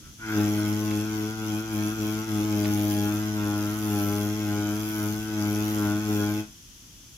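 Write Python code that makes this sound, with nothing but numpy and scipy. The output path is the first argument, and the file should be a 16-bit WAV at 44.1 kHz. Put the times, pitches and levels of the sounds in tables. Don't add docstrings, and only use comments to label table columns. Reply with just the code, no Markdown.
import sys
import numpy as np
from scipy import signal
from scipy.fft import rfft, irfft, next_fast_len
from scipy.io import wavfile
from scipy.ndimage import uniform_filter1d

SR = 44100
rng = np.random.default_rng(int(sys.argv[2]) if len(sys.argv) > 2 else 0)


def unload_audio(sound):
    columns = np.transpose(np.atleast_2d(sound))
    steps = np.round(np.clip(columns, -1, 1) * 32767)
    wavfile.write(sys.argv[1], SR, steps.astype(np.int16))


N = 316194


def from_db(db):
    return 10 ** (np.asarray(db) / 20)


def rms_one(x):
    return x / np.sqrt(np.mean(x ** 2) + 1e-20)


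def evened(x, size=2600):
    return x / np.sqrt(uniform_filter1d(np.mean(x ** 2, 0), size=size) + 1e-12)


def in_time(rows):
    s, *columns = np.transpose(rows)
    return [np.interp(np.arange(N) / SR, s, c) for c in columns]


def at_hz(points, hz):
    point_hz, value = np.transpose(points)
    return np.interp(np.log(hz), np.log(point_hz), value)


def drift(rate_hz):
    step = 40
    r = np.exp(-2 * np.pi * rate_hz * step / SR)
    noise = rng.standard_normal(N // step + 2002)
    slow = rms_one(signal.lfilter([1], [1, -2 * r, r * r], noise)[2000:])
    return np.interp(np.arange(N) / step, np.arange(len(slow)), slow)


def pan(lean_db):
    return from_db(np.array([[.5], [-.5]]) * lean_db)


def mid_side(mid, side, alike):
    return rms_one(np.sqrt(1 + alike) * mid + np.sqrt(1 - alike) * side * [[1], [-1]])


def stereo_noise(alike):
    mid, side = rng.standard_normal((2, N))
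    return mid_side(mid, side, alike)


# f/Hz, level/dB
PEN_LEAN = [(105, 3.4), (210, 3.6), (315, 1.5), (420, 2.1), (630, -1.5), (735, 6), (840, -3), (1300, 1.5),
            (2400, 1.8), (4400, 4), (6000, 5.2), (7600, 0), (10500, .6), (15000, -1)]


def colour(x, spectrum, lean=0):
    size = next_fast_len(N + SR // 10) * 2
    hz = np.maximum(np.fft.rfftfreq(size, 1 / SR), 1)
    octaves_outside = np.abs(np.log2(hz / np.clip(hz, spectrum[0][0], spectrum[-1][0])))
    level_db = np.maximum(at_hz(spectrum, hz) - 60 * octaves_outside, -80)
    cepstrum = irfft(np.log(from_db(level_db)))
    response = np.exp(rfft(2 * cepstrum[:size // 2], size) - cepstrum[0])
    placed = rfft(x, size) * response * pan(lean * at_hz(PEN_LEAN, hz))
    return rms_one(irfft(placed)[:, :N])


def resonate(x, hz, width_hz):
    r = np.exp(-np.pi * width_hz / SR)
    zeros = np.array([1, 0, -1]) * (1 - r * r) / 2
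    poles = [1, -2 * r * np.cos(2 * np.pi * hz / SR), r * r]
    return signal.lfilter(zeros, poles, x)


def contacts(turns, when, jitter_s, uneven_db):
    count = np.arange(1, int(turns[-1]) - 1)
    chance = np.sqrt(3) * rng.uniform(-1, 1, (1000, 2))[:len(count)]
    at = np.interp(count + when, turns, np.arange(N)) + chance[:, 0] * jitter_s * SR
    at = np.clip(at, 0, N - 2)
    whole, fraction = at.astype(int), at % 1
    clicks, size = np.zeros(N), from_db(uneven_db * chance[:, 1])
    clicks[whole] = size * (1 - fraction)
    clicks[whole + 1] += size * fraction
    return clicks


def die_away(clicks, decay_s):
    return signal.lfilter([1], [1, -np.exp(-1 / (decay_s * SR))], clicks)


def repeating(turns, memory, alike):
    size, oversample = 420, 4
    fresh = rng.standard_normal((2, 900, size))
    worn = signal.lfilter([1], [1, -memory], fresh, axis=1)[:, 100:].reshape(2, -1)
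    fine = signal.resample_poly(worn, oversample, 1, axis=1)
    mid, side = [np.interp(turns * size * oversample, np.arange(len(w)), w) for w in fine]
    return mid_side(mid, side, alike)


def scratches(turns, when, decay_s, uneven_db, steady, memory, alike):
    clicks = contacts(turns, when=when, jitter_s=.00008, uneven_db=uneven_db)
    return rms_one((die_away(clicks, decay_s) + steady) * repeating(turns, memory, alike))


def hand_echo(x, delay_s, share=.33):
    now = np.arange(N)
    then = now - delay_s * SR * np.exp(0.14 * drift(0.9))
    echo = np.array([np.interp(then, now, side) for side in x])
    return rms_one(x + share * echo)


# t/s, f/Hz
MOTOR_SPEED = [(0.22, 110.7), (0.34, 107.4), (0.38, 104.6), (0.74, 105.5), (0.79, 106.9), (0.98, 104.9),
               (1.06, 108.2), (1.24, 106.7), (1.35, 110.3), (1.55, 105.9), (1.64, 110.3), (1.7, 109.7),
               (1.75, 106.0), (1.87, 105.7), (1.96, 110.5), (2.02, 106.0), (2.22, 108.8), (2.26, 111.2),
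               (2.31, 106.8), (2.4, 104.6), (2.47, 106.8), (2.56, 104.3), (3.05, 103.4), (3.22, 106.2),
               (3.33, 106.4), (3.47, 103.6), (3.68, 104.4), (3.78, 107.1), (4.02, 102.2), (4.28, 104.1),
               (4.37, 106.7), (4.5, 103.6), (4.72, 104.3), (4.81, 107.1), (4.93, 107.4), (5.05, 104.7),
               (5.27, 108.4), (5.42, 104.1), (5.73, 106.4), (5.87, 103.3), (5.97, 104.5), (6.03, 106.8),
               (6.22, 103.4), (6.42, 106.2)]


def motor():
    speed_hz, = in_time(MOTOR_SPEED)
    return speed_hz, np.cumsum(speed_hz * (1 + 0.001 * drift(28))) / SR


# pressure/0-1, then relative level/dB of thump, knock, cam buzz, rattle, rasp; noisy share of buzz/0-1
PRESSURE_LAWS = [(0, -38.5, -51, -8, -49, -58, 0.45), (.3, -32, -47, -1, -45.6, -51.5, 0.15),
                 (.65, -27, -43.5, .5, -43.5, -48, 0.15), (1, -24.3, -37, -1, -42, -45, 0.27)]


def pressure_laws(speed_hz):
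    light_hz, sag_hz = 111.3, 9
    steps, *columns = np.transpose(PRESSURE_LAWS)
    return [np.interp((light_hz - speed_hz) / sag_hz, steps, c) for c in columns]


def partial_lean(order):
    return pan(at_hz(PEN_LEAN, order * np.mean(np.array(MOTOR_SPEED)[:, 1])))


# multiple of motor speed, relative level/dB
DRUM_PARTIALS = [(1, 2), (2, 1.66), (3, 5.1), (4, -7), (5, -21.5), (6, -17), (7, -19), (8, -19.5), (9, -40)]


def thump(turns, thump_db, waver_db=0.92):
    left_lead_turns, bass_lag_turns = .014, .11
    turns = turns + np.array([[left_lead_turns], [0]])
    out = np.zeros((2, N))
    for order, (_, level_db) in enumerate(DRUM_PARTIALS[:4], 1):
        gain = from_db(level_db + (order - 1.5) * waver_db * drift(7.0))
        late = bass_lag_turns * (order == 1)
        out -= partial_lean(order) * gain * np.cos(2 * np.pi * order * (turns - late))
    return from_db(thump_db + 0.13) * evened(out)


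def knock(turns, knock_db, lead_turns=0.1624, waver_db=2.5, path_shift_rad=1.0):
    out = np.zeros((2, N))
    for order, (_, level_db) in enumerate(DRUM_PARTIALS[4:], 5):
        path = path_shift_rad * drift(2) + np.array([.4 + .5 * drift(2), -.4 + .5 * drift(2)])
        gain = from_db(level_db + waver_db * drift(9.1))
        out += partial_lean(order) * gain * np.cos(2 * np.pi * order * (turns + lead_turns) + path)
    return from_db(knock_db - 1.25) * evened(out)


def skin_rub(turns, thump_db):
    scuff = scratches(turns, when=-.2, decay_s=.003, uneven_db=3., steady=.4, memory=.15, alike=.8)
    dull = [(60, -18), (270, 4.5), (400, -2), (560, -12.0), (1000, -12.5), (1800, -19)]   # f/Hz, dB
    return from_db(thump_db - 20.5) * colour(scuff, dull, lean=1)


# t/s, relative level/dB
NEEDLE_SNAGS = [(0.9114, -37), (1.8234, -43), (2.6457, -36), (2.6552, -34.5)]


def snags(decay_s=0.0025):
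    clicks = np.zeros(N)
    for s, db in NEEDLE_SNAGS:
        clicks[round(s * SR)] = from_db(db)
    crack = die_away(clicks + 1e-18, decay_s) * stereo_noise(.4)
    band = signal.butter(2, [700, 3700], "band", fs=SR, output="sos")
    return from_db(14.0) * signal.sosfilt(band, crack)


# f/Hz, level/dB
HOUSING_RESPONSE = [(950, -1.5), (1040, 2), (1150, -5.5), (1260, 1), (1370, 0), (1580, 2), (1700, -10),
                    (1800, -27)]
# t/s, f/Hz
GRIP_RING = [(0.2, 1350), (0.28, 1475), (1.74, 1434), (1.77, 1340), (2.28, 1450), (2.35, 1310),
             (2.66, 1440), (2.87, 1280), (3.37, 1460), (3.82, 1350), (3.91, 1395), (4.03, 1290),
             (4.6, 1490), (4.81, 1310), (4.86, 1480), (5.55, 1494), (5.62, 1400), (6.42, 1440)]
# t/s, relative level/dB
WHINE_LEVEL = [(0.24, -37), (0.3, -35), (0.53, -46.5), (0.6, -38), (0.74, -44.5), (2.171, -42.5),
               (2.99, -48.5), (3.08, -41.5), (3.34, -43.5), (3.4, -40), (4.24, -44), (4.34, -46.5),
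               (4.67, -40.5), (4.79, -44), (5.06, -39), (5.12, -47), (5.45, -40.7), (5.73, -43.5),
               (5.83, -37), (6.0, -43), (6.31, -41), (6.38, -45.6)]


def cam(turns, speed_hz, buzz_db, noisy, lead_turns=0.3255, grip_width_hz=110, grip_db=9, waver_db=1.5,
        path_shift_rad=0.44):
    (grip_hz,), (whine_db,) = in_time(GRIP_RING), in_time(WHINE_LEVEL)
    lines, power = np.zeros((2, N)), 0
    for order in range(9, 18):
        hz = order * speed_hz
        favour_db = grip_db / (1 + ((hz - grip_hz) / grip_width_hz) ** 2)
        gain = from_db(at_hz(HOUSING_RESPONSE, hz) + favour_db + waver_db * drift(6.1))
        path = path_shift_rad * drift(1) + .35 * np.array([drift(1.5), drift(1.5)])
        lines += gain * np.cos(2 * np.pi * order * (turns + lead_turns) + path)
        power = power + gain ** 2 / 2
    lines /= np.sqrt(uniform_filter1d(power, size=2200))
    skips = scratches(turns, when=-.45, decay_s=0.0015, uneven_db=-1.0, steady=0.34, memory=0.29, alike=1.0)
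    skips = colour(skips, [(950, -11.0), (1200, -15), (1350, 1.0), (1560, -2), (1730, -14), (2300, -8),
                           (2900, -29)])
    buzz = np.sqrt(1 - noisy ** 2) * lines + noisy * skips
    return from_db(buzz_db + whine_db + 0.64) * buzz * pan(1.6)


# f/Hz, level/dB per Hz
RATTLE_COLOUR = [(1000, 1), (1750, -0.5), (1950, -0.5), (2200, 3), (2550, 3), (2900, -1), (3330, 5),
                 (3750, -3.5), (4400, -4)]
# f/Hz, level/dB per Hz
RING_COLOUR = [(4200, -16.5), (4600, -6.5), (4980, 0.5), (5360, -1.5), (5900, 3.5), (6450, 0), (6950, -3),
               (7500, -0.5), (7800, -12), (8100, -37)]
# f/Hz, level/dB per Hz
RASP_COLOUR = [(8200, -21), (9000, -5.5), (9900, -4.5), (10650, 1.5), (11350, -2), (12100, 1), (12900, 0),
               (13700, 1.5), (14500, -3.5), (15700, -11)]
# t/s, level/dB
TREBLE_SWING = [(0.38, -1.5), (1.41, -3), (2.17, 0.5), (2.47, -2.7), (2.9, 1), (3.45, -6), (3.87, 1.5),
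                (4.66, -6), (4.88, 3), (5.37, -4.5), (5.69, 2.5), (6.0, -6), (6.12, 0.5), (6.38, -4.5)]


def cartridge(turns, rattle_db, rasp_db, rattle_treble_share=0.22):
    treble_db, = in_time(TREBLE_SWING)
    chatter = scratches(turns, when=0.082, decay_s=0.0032, uneven_db=1.5, steady=0.49, memory=0.67, alike=0.078)
    chatter = chatter + 0.34 * rms_one(contacts(turns, when=-.42, jitter_s=.00002, uneven_db=9.0))
    ring = scratches(turns, when=0.039, decay_s=0.0032, uneven_db=1.5, steady=0.17, memory=0.57, alike=0.13)
    rasp = scratches(turns, when=0.051, decay_s=0.0035, uneven_db=1.5, steady=0.13, memory=0.69, alike=0.067)
    chatter = from_db(-0.5) * colour(hand_echo(chatter, delay_s=0.001245), RATTLE_COLOUR, lean=0.42)
    ring = from_db(-0.6) * colour(hand_echo(ring, delay_s=0.000817), RING_COLOUR, lean=1)
    rasp = from_db(5.5) * colour(hand_echo(rasp, delay_s=0.000501), RASP_COLOUR, lean=0.67)
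    rattle_gain = from_db(rattle_db + rattle_treble_share * treble_db)
    return rattle_gain * (chatter + ring) + from_db(rasp_db + treble_db) * rasp


LAND_S, LIFT_S = 0.18, 6.405


def on_skin(attack_s, release_s):
    t = np.arange(N) / SR
    return np.clip((t - LAND_S) / attack_s, 0, 1) * np.exp(-np.maximum(t - LIFT_S, 0) / release_s)


def skitter(fade_s=0.39, share=0.52):
    t = np.arange(N) / SR
    return share * np.exp(-(np.maximum(t - LAND_S, 0) / fade_s) ** 4)


def graze(at_s=0.064, width_s=.035, level_db=-13.5):
    t = np.arange(N) / SR
    return from_db(level_db) * np.exp(-((t - at_s) / width_s) ** 2)


def to_microphones(x, right_lag_s=.000136):
    now = np.arange(N)
    return np.array([x[0], np.interp(now - right_lag_s * SR, now, x[1])])


def room(x, t60_s=.28, mode_hz=213, mode_width_hz=7, wall_cut_hz=3500):
    t = np.arange(SR // 2) / SR
    tail = rng.standard_normal((2, len(t))) * from_db(-60 * t / t60_s) * (t > .006)
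    tail /= np.sqrt(np.sum(tail ** 2, 1, keepdims=True))
    walls = signal.butter(2, [800, wall_cut_hz], "band", fs=SR, output="sos")
    diffuse = signal.sosfilt(walls, signal.fftconvolve(x, tail, axes=1)[:, :N])
    boom = from_db(-12) * resonate(x, mode_hz, mode_width_hz)
    return from_db(-4.5) * diffuse + boom


# f/Hz, level/dB per Hz
HISS_COLOUR = [(410, -25), (700, -12.5), (1470, -9.5), (2090, -11.5), (3460, -1.5), (3740, -8.5),
               (4610, -6.5), (6130, 2), (7260, -6.5), (7850, -8.5), (9290, -19), (10300, -3), (11400, -15),
               (13400, -7.5), (15600, -22)]
# f/Hz, level/dB per Hz
RUMBLE_COLOUR = [(22, -19), (31, -11), (39, 0), (49, -4.5), (65, -6), (85, -5.5), (112, -3), (160, -9),
                 (300, -13), (420, -24), (700, -35)]
# t/s, level/dB
RUMBLE_LEVEL = [(0, -46.5), (0.2, -52), (2, -48.5), (4, -50), (6.3, -48), (6.65, -55), (6.9, -53),
                (7.15, -53.5)]


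def background(hiss_db=-51, hiss_lean_db=2.0):
    rumble_db, = in_time(RUMBLE_LEVEL)
    hiss = from_db(hiss_db) * colour(stereo_noise(0.1), HISS_COLOUR) * pan(hiss_lean_db)
    return hiss + from_db(rumble_db) * colour(stereo_noise(0.86), RUMBLE_COLOUR)


# t/s, level/dB
TABLE_SWING = [(0.38, 5.5), (0.51, 1.6), (1.34, 0.3), (2.62, 1.8), (3.77, -1.9), (3.95, 0.6), (4.01, -1.3),
               (5.12, -0.9), (5.2, -3.1), (5.47, 0.6), (5.9, 0.8), (6.04, -1.4), (6.11, 2.0), (6.38, -0.8)]


def scene():
    speed_hz, turns = motor()
    thump_db, knock_db, buzz_db, rattle_db, rasp_db, noisy = pressure_laws(speed_hz)
    answer_db, = in_time(TABLE_SWING)
    thump_db = thump_db + answer_db
    table = thump(turns, thump_db) + skin_rub(turns, thump_db) + knock(turns, knock_db + answer_db) + snags()
    buzz = cam(turns, speed_hz, buzz_db, np.clip(noisy + skitter(), 0, 1))
    needle = cartridge(turns, rattle_db + .4 * answer_db, rasp_db)
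    pen = (on_skin(attack_s=0.05, release_s=.026) + graze()) * buzz
    pen = pen + on_skin(attack_s=0.14, release_s=.026) * needle
    direct = to_microphones(pen) + on_skin(attack_s=0.23, release_s=.027) * table
    return direct + room(direct) + background()


def record(dry, cutoff_hz=15800):
    return signal.sosfilt(signal.ellip(12, .1, 80, cutoff_hz, fs=SR, output="sos"), dry)


dry = scene()
out = record(dry)
unload_audio(out)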